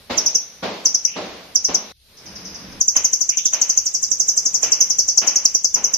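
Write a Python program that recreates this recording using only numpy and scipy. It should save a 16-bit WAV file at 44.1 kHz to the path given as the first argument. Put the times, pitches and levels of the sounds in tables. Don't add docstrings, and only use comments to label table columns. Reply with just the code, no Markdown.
import sys
import numpy as np
from scipy import signal
from scipy.fft import rfft, irfft, next_fast_len
from scipy.io import wavfile

SR = 44100
rng = np.random.default_rng(int(sys.argv[2]) if len(sys.argv) > 2 else 0)


def volts(x):
    e = np.asarray(x, float) / 20
    return 10 ** e


def transcribe(signal):
    frames = np.atleast_2d(signal).T
    limited = np.clip(frames, -1, 1)
    pcm = np.round(limited * 32767).astype(np.int16)
    wavfile.write(sys.argv[1], SR, pcm)


N = 263277
EDIT_S = 1.922

# start in seconds, peak level in dB, brightness in dB per octave,
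# reach of the echo as a factor on its t60 [1].
BLOWS = [
    (0.101, -12.5, 0.8, 1.107),
    (0.63, -12, -0.33, 1.2),
    (1.162, -16, -0.02, 1.59),
    (1.687, -16.5, 0, 1.21),
    (2.955, -19, 5, 0.8),
    (3.529, -21.5, 5.5, 1.39),
    (4.628, -19.5, 4.5, 1.28),
    (5.22, -17.5, 4, 1.22),
    (5.76, -23.5, 2.5, 1.7),
]


def rms_one(x):
    return x / np.sqrt(np.mean(x ** 2) + 1e-20)


def in_time(rows):
    return np.interp(np.arange(N) / SR, *np.transpose(rows))


def at_hz(points, hz):
    table_hz, values = np.transpose(points)
    return np.interp(np.log(hz), np.log(table_hz), values)


def add(out, sound, start_s):
    start = round(start_s * SR)
    limit = round(EDIT_S * SR) if start_s < EDIT_S else N
    end = min(limit, start + sound.shape[1])
    out[:, start:end] += sound[:, :end - start]


def coloured(spectrum, size):
    # frequency in Hz, left-right likeness [0-1].
    likeness = [(30, 0.69), (200, 0.92), (500, 0.78), (1000, 0.3), (2000, 0.36), (5000, 0.05)]
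    hz = np.maximum(np.fft.rfftfreq(size, 1 / SR), 1)
    mid, side = rfft(rng.standard_normal((2, size)))
    alike = np.clip(at_hz(likeness, hz), 0, 1)
    both = np.sqrt(1 + alike) * mid + np.sqrt(1 - alike) * side * [[1], [-1]]
    return both * volts(at_hz(spectrum, hz)), hz


def steady(spectrum):
    size = next_fast_len(N)
    return rms_one(irfft(coloured(spectrum, size)[0], size)[:, :N])


def chips(table, fall, peak_s, attack_db_per_s, release_db_per_s, tails, middle_hz=6297):
    # frequency in Hz, level against the chip in dB.
    overtone = [(9000, -43.5), (11500, -32), (12800, -22), (13300, -59), (13700, -52)]
    # delay in seconds, level in dB.
    wall_echoes = [(.0035, -8), (.009, -4), (.013, -11.5), (.017, -14), (.022, -14), (.03, -16)]
    # delay in seconds, level against the direct sound in dB.
    cage_echoes = [(.0006, 3.5), (.0013, -0.5), (.0022, -4)]
    lead_s, trail_s = 0.02, 0.013
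    foot_db, breath_db = -25, -32.5
    direct_gain_db, room_gain_db = 12, 10.5
    note_spread, steepening = 0.08, 350
    port_lag_s = 4.5e-5
    out, t = np.zeros((2, N)), np.arange(-lead_s, trail_s, 1 / SR)

    after_s = np.arange(SR // 2) / SR
    decay = np.sqrt(sum(volts(db - 60 * after_s / t60_s) ** 2 for t60_s, db in tails))
    decay *= np.clip(after_s / 0.004, 0, 1)

    rise = volts(attack_db_per_s * (peak_s - t))
    release = 1 / (volts(release_db_per_s * (peak_s - t)) + volts(foot_db))
    envelope = signal.windows.tukey(len(t), 0.3) / (rise + release)
    airway = signal.butter(2, [3300, 13200], "band", fs=SR, output="sos")

    for middle_s, direct_db, pan_db, room_db in table:
        steep, bent = 1 + note_spread * rng.standard_normal(2) * [1, 2]
        pitch_hz = middle_hz * np.exp(-steep * fall * t - bent * steepening * t ** 2)
        phase = 2 * np.pi * np.cumsum(pitch_hz) / SR
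        breath = volts(breath_db) * signal.sosfilt(airway, rng.standard_normal(len(t)))
        octave = volts(at_hz(overtone, 2 * pitch_hz)) * np.sin(2 * phase)
        note = envelope * (np.sin(phase) + octave + breath)

        echoes = decay * rng.standard_normal((2, len(after_s)))
        for delay_s, echo_db in wall_echoes:
            taps = (delay_s * SR * rng.uniform(0.9, 1.1, 2)).astype(int)
            echoes[[0, 1], taps] += volts(3.5 + echo_db) * rng.normal(0, 1, 2)
        echoes *= volts(room_db + room_gain_db)

        lag = round(port_lag_s * SR * rng.uniform(0, 2.0))
        sides_db = pan_db * np.array([0.5, -0.5]) - 0.28 * abs(pan_db)
        direct = volts(direct_db + direct_gain_db + sides_db)
        echoes[[0, 1], [0, lag]] = direct
        for delay_s, echo_db in cage_echoes:
            taps = (delay_s * SR * rng.uniform(0.7, 1.3, 2)).astype(int)
            echoes[[0, 1], taps] += direct * volts(echo_db) * rng.normal(0, 1, 2)
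        add(out, signal.fftconvolve(note[None], echoes, axes=1), middle_s - lead_s)
    return out


def caged_bird():
    # time of the middle pitch in seconds, direct level in dB, left-right difference in dB,
    # room level in dB. The three trill tables have the same columns.
    groups = [
        (0.1784, -19.5, -32, -18.2),
        (0.2618, -13, 1, -17),
        (0.3493, -18.5, -2, -15.5),
        (0.8562, -11.5, 0, -15.5),
        (0.9463, -12.5, 0.5, -19.5),
        (1.0497, -14.5, 11.5, -19.5),
        (1.5568, -12, -1.5, -19),
        (1.6469, -14.5, -3.5, -19),
        (1.7467, -14, 3, -20.5),
    ]
    trill_down = [(2.812, -11.5, 2.4, -19.5), (2.8837, -14.5, 1.4, -18), (2.9654, -13, 1.5, -17.5),
                  (3.0481, -12.5, 4.2, -18.3), (3.1321, -16.5, 8.4, -18), (3.2119, -15, 16, -18.5),
                  (3.2932, -17.5, 5.7, -20.5), (3.373, -17, 11, -19), (3.4567, -13.5, 1.1, -18),
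                  (3.535, -16.5, 6.5, -21), (3.6176, -15.5, 9.6, -18), (3.6978, -17.5, 1.25, -19),
                  (3.7772, -14.5, 1.4, -18)]
    trill_side = [
        (3.8622, -19.5, -3, -22.5),
        (3.9433, -26, -21, -20),
        (4.0297, -22.5, 2, -20),
        (4.1145, -24, -19, -18.5),
        (4.2004, -23, -15, -18.0),
        (4.2876, -11.5, -3.4, -18),
        (4.3755, -16, -4, -19.4),
        (4.4592, -15.5, 1, -19.5),
        (4.5457, -18, 9, -19),
        (4.6302, -18.5, -11.3, -17.0),
    ]
    trill_end = [(4.7207, -15.3, 4.5, -16), (4.8086, -11, -4, -13.5), (4.9027, -18, 11, -18.5),
                 (4.9888, -14, 0, -15), (5.0836, -21, 0, -15.5), (5.1772, -14.5, 4, -14.9),
                 (5.271, -24, 11, -14.5), (5.3606, -15.5, 2.5, -17.5), (5.4545, -14.5, 0.5, -18.5),
                 (5.5485, -13.5, -2.2, -18), (5.6457, -16, 3, -18), (5.7459, -17, 0, -20),
                 (5.843, -16, 4.5, -18), (5.9387, -13, -6, -21)]
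    # t60 in seconds, level in dB.
    room_tails = [(0.079, -18.5), (0.252, -22.5), (0.901, -43)]
    return (chips(groups, 25.5, 0.0027, 3820, 4200, room_tails)
            + chips(trill_down, 25.8, 0.0016, 3270, 5650, room_tails)
            + chips(trill_side, 25.7, 0.0023, 2290, 4230, room_tails)
            + chips(trill_end, 27.7, 0.0023, 3260, 4680, room_tails))


def hammer():
    # frequency in Hz, level in dB per Hz.
    blow_body = [(59, -44), (100, -11.5), (125, -34.5), (177, -6), (330, -6.5), (516, -6), (586, -5),
                 (1010, -11), (1820, -17.5), (2130, -15.5), (4500, -18.5), (5850, -49), (9900, -120)]
    # frequency in Hz, level in dB per Hz.
    blow_treble = [(6000, -25), (7500, -35.5), (9000, -44)]
    # frequency in Hz, t60 in seconds.
    blow_t60 = [(100, 0.56), (500, 0.59), (2000, 0.72), (7000, 1)]
    later_step_db, later_edge_hz = -12, 3000
    out, t = np.zeros((2, N)), np.arange(SR) / SR
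    colour = [row for row in blow_body if row[0] < 5e3] + blow_treble
    centres_hz = 100 * 2. ** np.arange(8)
    for start_s, peak_db, tilt_db, reach in BLOWS:
        noise, hz = coloured(colour, SR)
        noise = noise * volts(tilt_db * np.log2(np.maximum(hz, 300) / 600))
        if start_s > EDIT_S:
            noise = noise * volts(later_step_db * np.clip(4 * np.log2(hz / later_edge_hz), 0, 1))
        scale = np.sqrt(np.mean(irfft(noise) ** 2))
        blow = 0
        for centre_hz in centres_hz:
            share = np.clip(1 - np.abs(np.log2(hz / centre_hz)), 0, 1)
            late = volts(-60 * t / (reach * at_hz(blow_t60, centre_hz)))
            early = 0.5 * volts(-60 * t / 0.15)
            blow = blow + irfft(noise * share) * (late + early)
        swell = np.clip(t / 0.015, 0, 1)
        add(out, blow / scale * volts(peak_db - 9.5) * swell, start_s - 0.006)
    return out


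def far_bird():
    # time of the middle pitch in seconds, peak level in dB.
    far_chips = [
        (2.169, -41),
        (2.2577, -35.5),
        (2.354, -33),
        (2.449, -30.5),
        (2.5444, -33),
        (2.6488, -55),
        (2.7167, -43),
    ]
    doorway_hz = [4750, 6350]
    rows = [(s, -70, 0, db - 4.5) for s, db in far_chips]
    echoes = chips(rows, 32, 0.0021, 830, 900, [(0.2, -26), (0.8, -27)], 5610)
    return signal.sosfilt(signal.butter(5, doorway_hz, "band", fs=SR, output="sos"), echoes)


def hoarse_calls():
    # start in seconds, length in seconds, start pitch in Hz, level in dB.
    calls = [
        (1.07, .1, 2500, -34),
        (1.85, .07, 3500, -43),
        (3.29, .13, 2450, -35),
        (3.37, .14, 3200, -37),
        (3.55, .1, 3600, -40),
    ]
    rise, width_hz, breaks_db = 1.12, 330, 4.0
    out, t = np.zeros((2, N)), np.arange(SR // 2) / SR
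    slow = signal.butter(2, width_hz, fs=SR, output="sos")
    for start_s, length_s, start_hz, db in calls:
        pitch_hz = np.interp(t, [0, length_s], [start_hz, start_hz * rise])
        breath = signal.sosfilt(slow, rng.standard_normal((2, len(t))))
        envelope = np.clip(t / 0.025, 0, 1) * volts(db - 250 * np.maximum(t - length_s, 0))
        envelope *= volts(breaks_db * np.interp(t * 50, np.arange(26), rng.standard_normal(26)))
        carrier = np.sin(2 * np.pi * np.cumsum(pitch_hz) / SR)
        add(out, envelope * rms_one(breath) * carrier, start_s)
    return out


def room_tone():
    # time in seconds, gain in dB.
    gain_rows = [(0, -10.5), (1.92, -8.5), (1.93, -50), (2.1, -16), (2.28, -1.5), (2.55, -0.5), (2.8, -0.5),
                 (2.84, -11.5), (2.95, -8), (3.8, -11.5), (4.6, -4), (5.6, -12), (5.97, -7.5)]
    # frequency in Hz, level in dB per Hz; so too the four below.
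    air_body = [(71, -22), (120, -11), (178, -1.5), (326, -10.5), (442, -4.5), (862, -9.5), (2340, -10),
                (4050, -16), (4500, -17.5), (5850, -71.5), (9900, -120)]
    air_treble = [(5500, -12.5), (7500, -42), (9000, -75), (12000, -52), (15000, -41), (16000, -91)]
    drone_colour = [(90, -36), (140, -9), (175, 15.5), (240, 4.5), (330, 8), (450, -70)]
    rumble_colour = [(15, -37), (25, -8), (32, -37), (65, -7), (108, -20.5), (130, -15), (170, -27),
                     (290, -120)]
    hiss_colour = [(150, -11), (1000, -29.5), (4000, -1.5), (7500, -16), (9000, -10.5), (12000, -11),
                   (15000, -16), (16000, -59)]
    t = np.arange(N) / SR
    gain_db = in_time(gain_rows)
    lumps_db = 3.5 * np.interp(t * 10, np.arange(61), rng.standard_normal(61))
    rumble_db = np.maximum(-50.5 + 1.42 * gain_db, -61) + lumps_db
    for start_s, *_ in BLOWS:
        since_s = t - start_s
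        rumble_db += 10 * (since_s > 0) * np.exp(-np.abs(since_s) / 0.079)
    air_colour = [row for row in air_body if row[0] < 4.6e3] + air_treble
    air = volts(-41.5 + gain_db) * steady(air_colour)
    drone = volts(-42.5 + 4.16 * gain_db) * steady(drone_colour)
    rumble = volts(rumble_db) * steady(rumble_colour)
    hiss = volts(-48.5 + 0.24 * gain_db) * steady(hiss_colour)
    return air + drone + rumble + hiss


def scene():
    return caged_bird() + hammer() + far_bird() + hoarse_calls() + room_tone()


def thin_out(x):
    # frequency in Hz, threshold against the band's usual level in dB.
    dropout = [(1200, -22), (2600, -12), (3500, -3), (4400, -9), (4800, -60), (6300, -60), (7000, -7),
               (7800, 1), (9500, 3), (11000, -2), (13000, -6), (13500, 5), (15000, 3)]
    hz, _, spectra = signal.stft(x, SR, nperseg=1024)
    power = np.abs(spectra) ** 2
    band_edges = np.round(np.geomspace(28, 370, 40)).astype(int)
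    loudest_db = 10 * np.log10(power.max(axis=(0, 1)) + 1e-14)
    excess_db = loudest_db - np.median(loudest_db)
    for low, high in zip(band_edges, band_edges[1:]):
        band = power[:, low:high].mean(axis=1, keepdims=True)
        band_db = 10 * np.log10(band.mean(axis=(0, 1)) + 1e-14)
        whim_db = 4.5 * np.repeat(rng.standard_normal(len(band_db)), 4)[:len(band_db)]
        bar_db = np.median(band_db) + at_hz(dropout, hz[low]) + 0.45 * excess_db + whim_db
        line_share = 0.3 if 4400 < hz[low] < 7000 else 0.7
        strong_lines = power[:, low:high] > line_share * band
        spectra[:, low:high] *= (band_db > bar_db) * strong_lines
    return signal.istft(spectra, SR, nperseg=1024)[1][:, :N]


def low_pass(x):
    return signal.sosfilt(signal.butter(12, 15500, fs=SR, output="sos"), x)


def record(dry):
    blip_gain, bend, ceiling = 0.2, 0.012, 1.15
    blip_band = signal.butter(2, [270, 2800], "band", fs=SR, output="sos")
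    squared = dry ** 2
    blip = signal.sosfilt(blip_band, (squared + np.mean(squared, axis=0)) / 2)
    bent = dry + blip_gain * blip + bend * squared
    rounded = ceiling * np.tanh(bent / ceiling)
    cut = signal.sosfilt(signal.cheby2(10, 50, 15500, fs=SR, output="sos"), rounded)
    mix = np.clip(thin_out(cut), -1, 1)
    return low_pass(mix)


dry = scene()
out = record(dry)
transcribe(out)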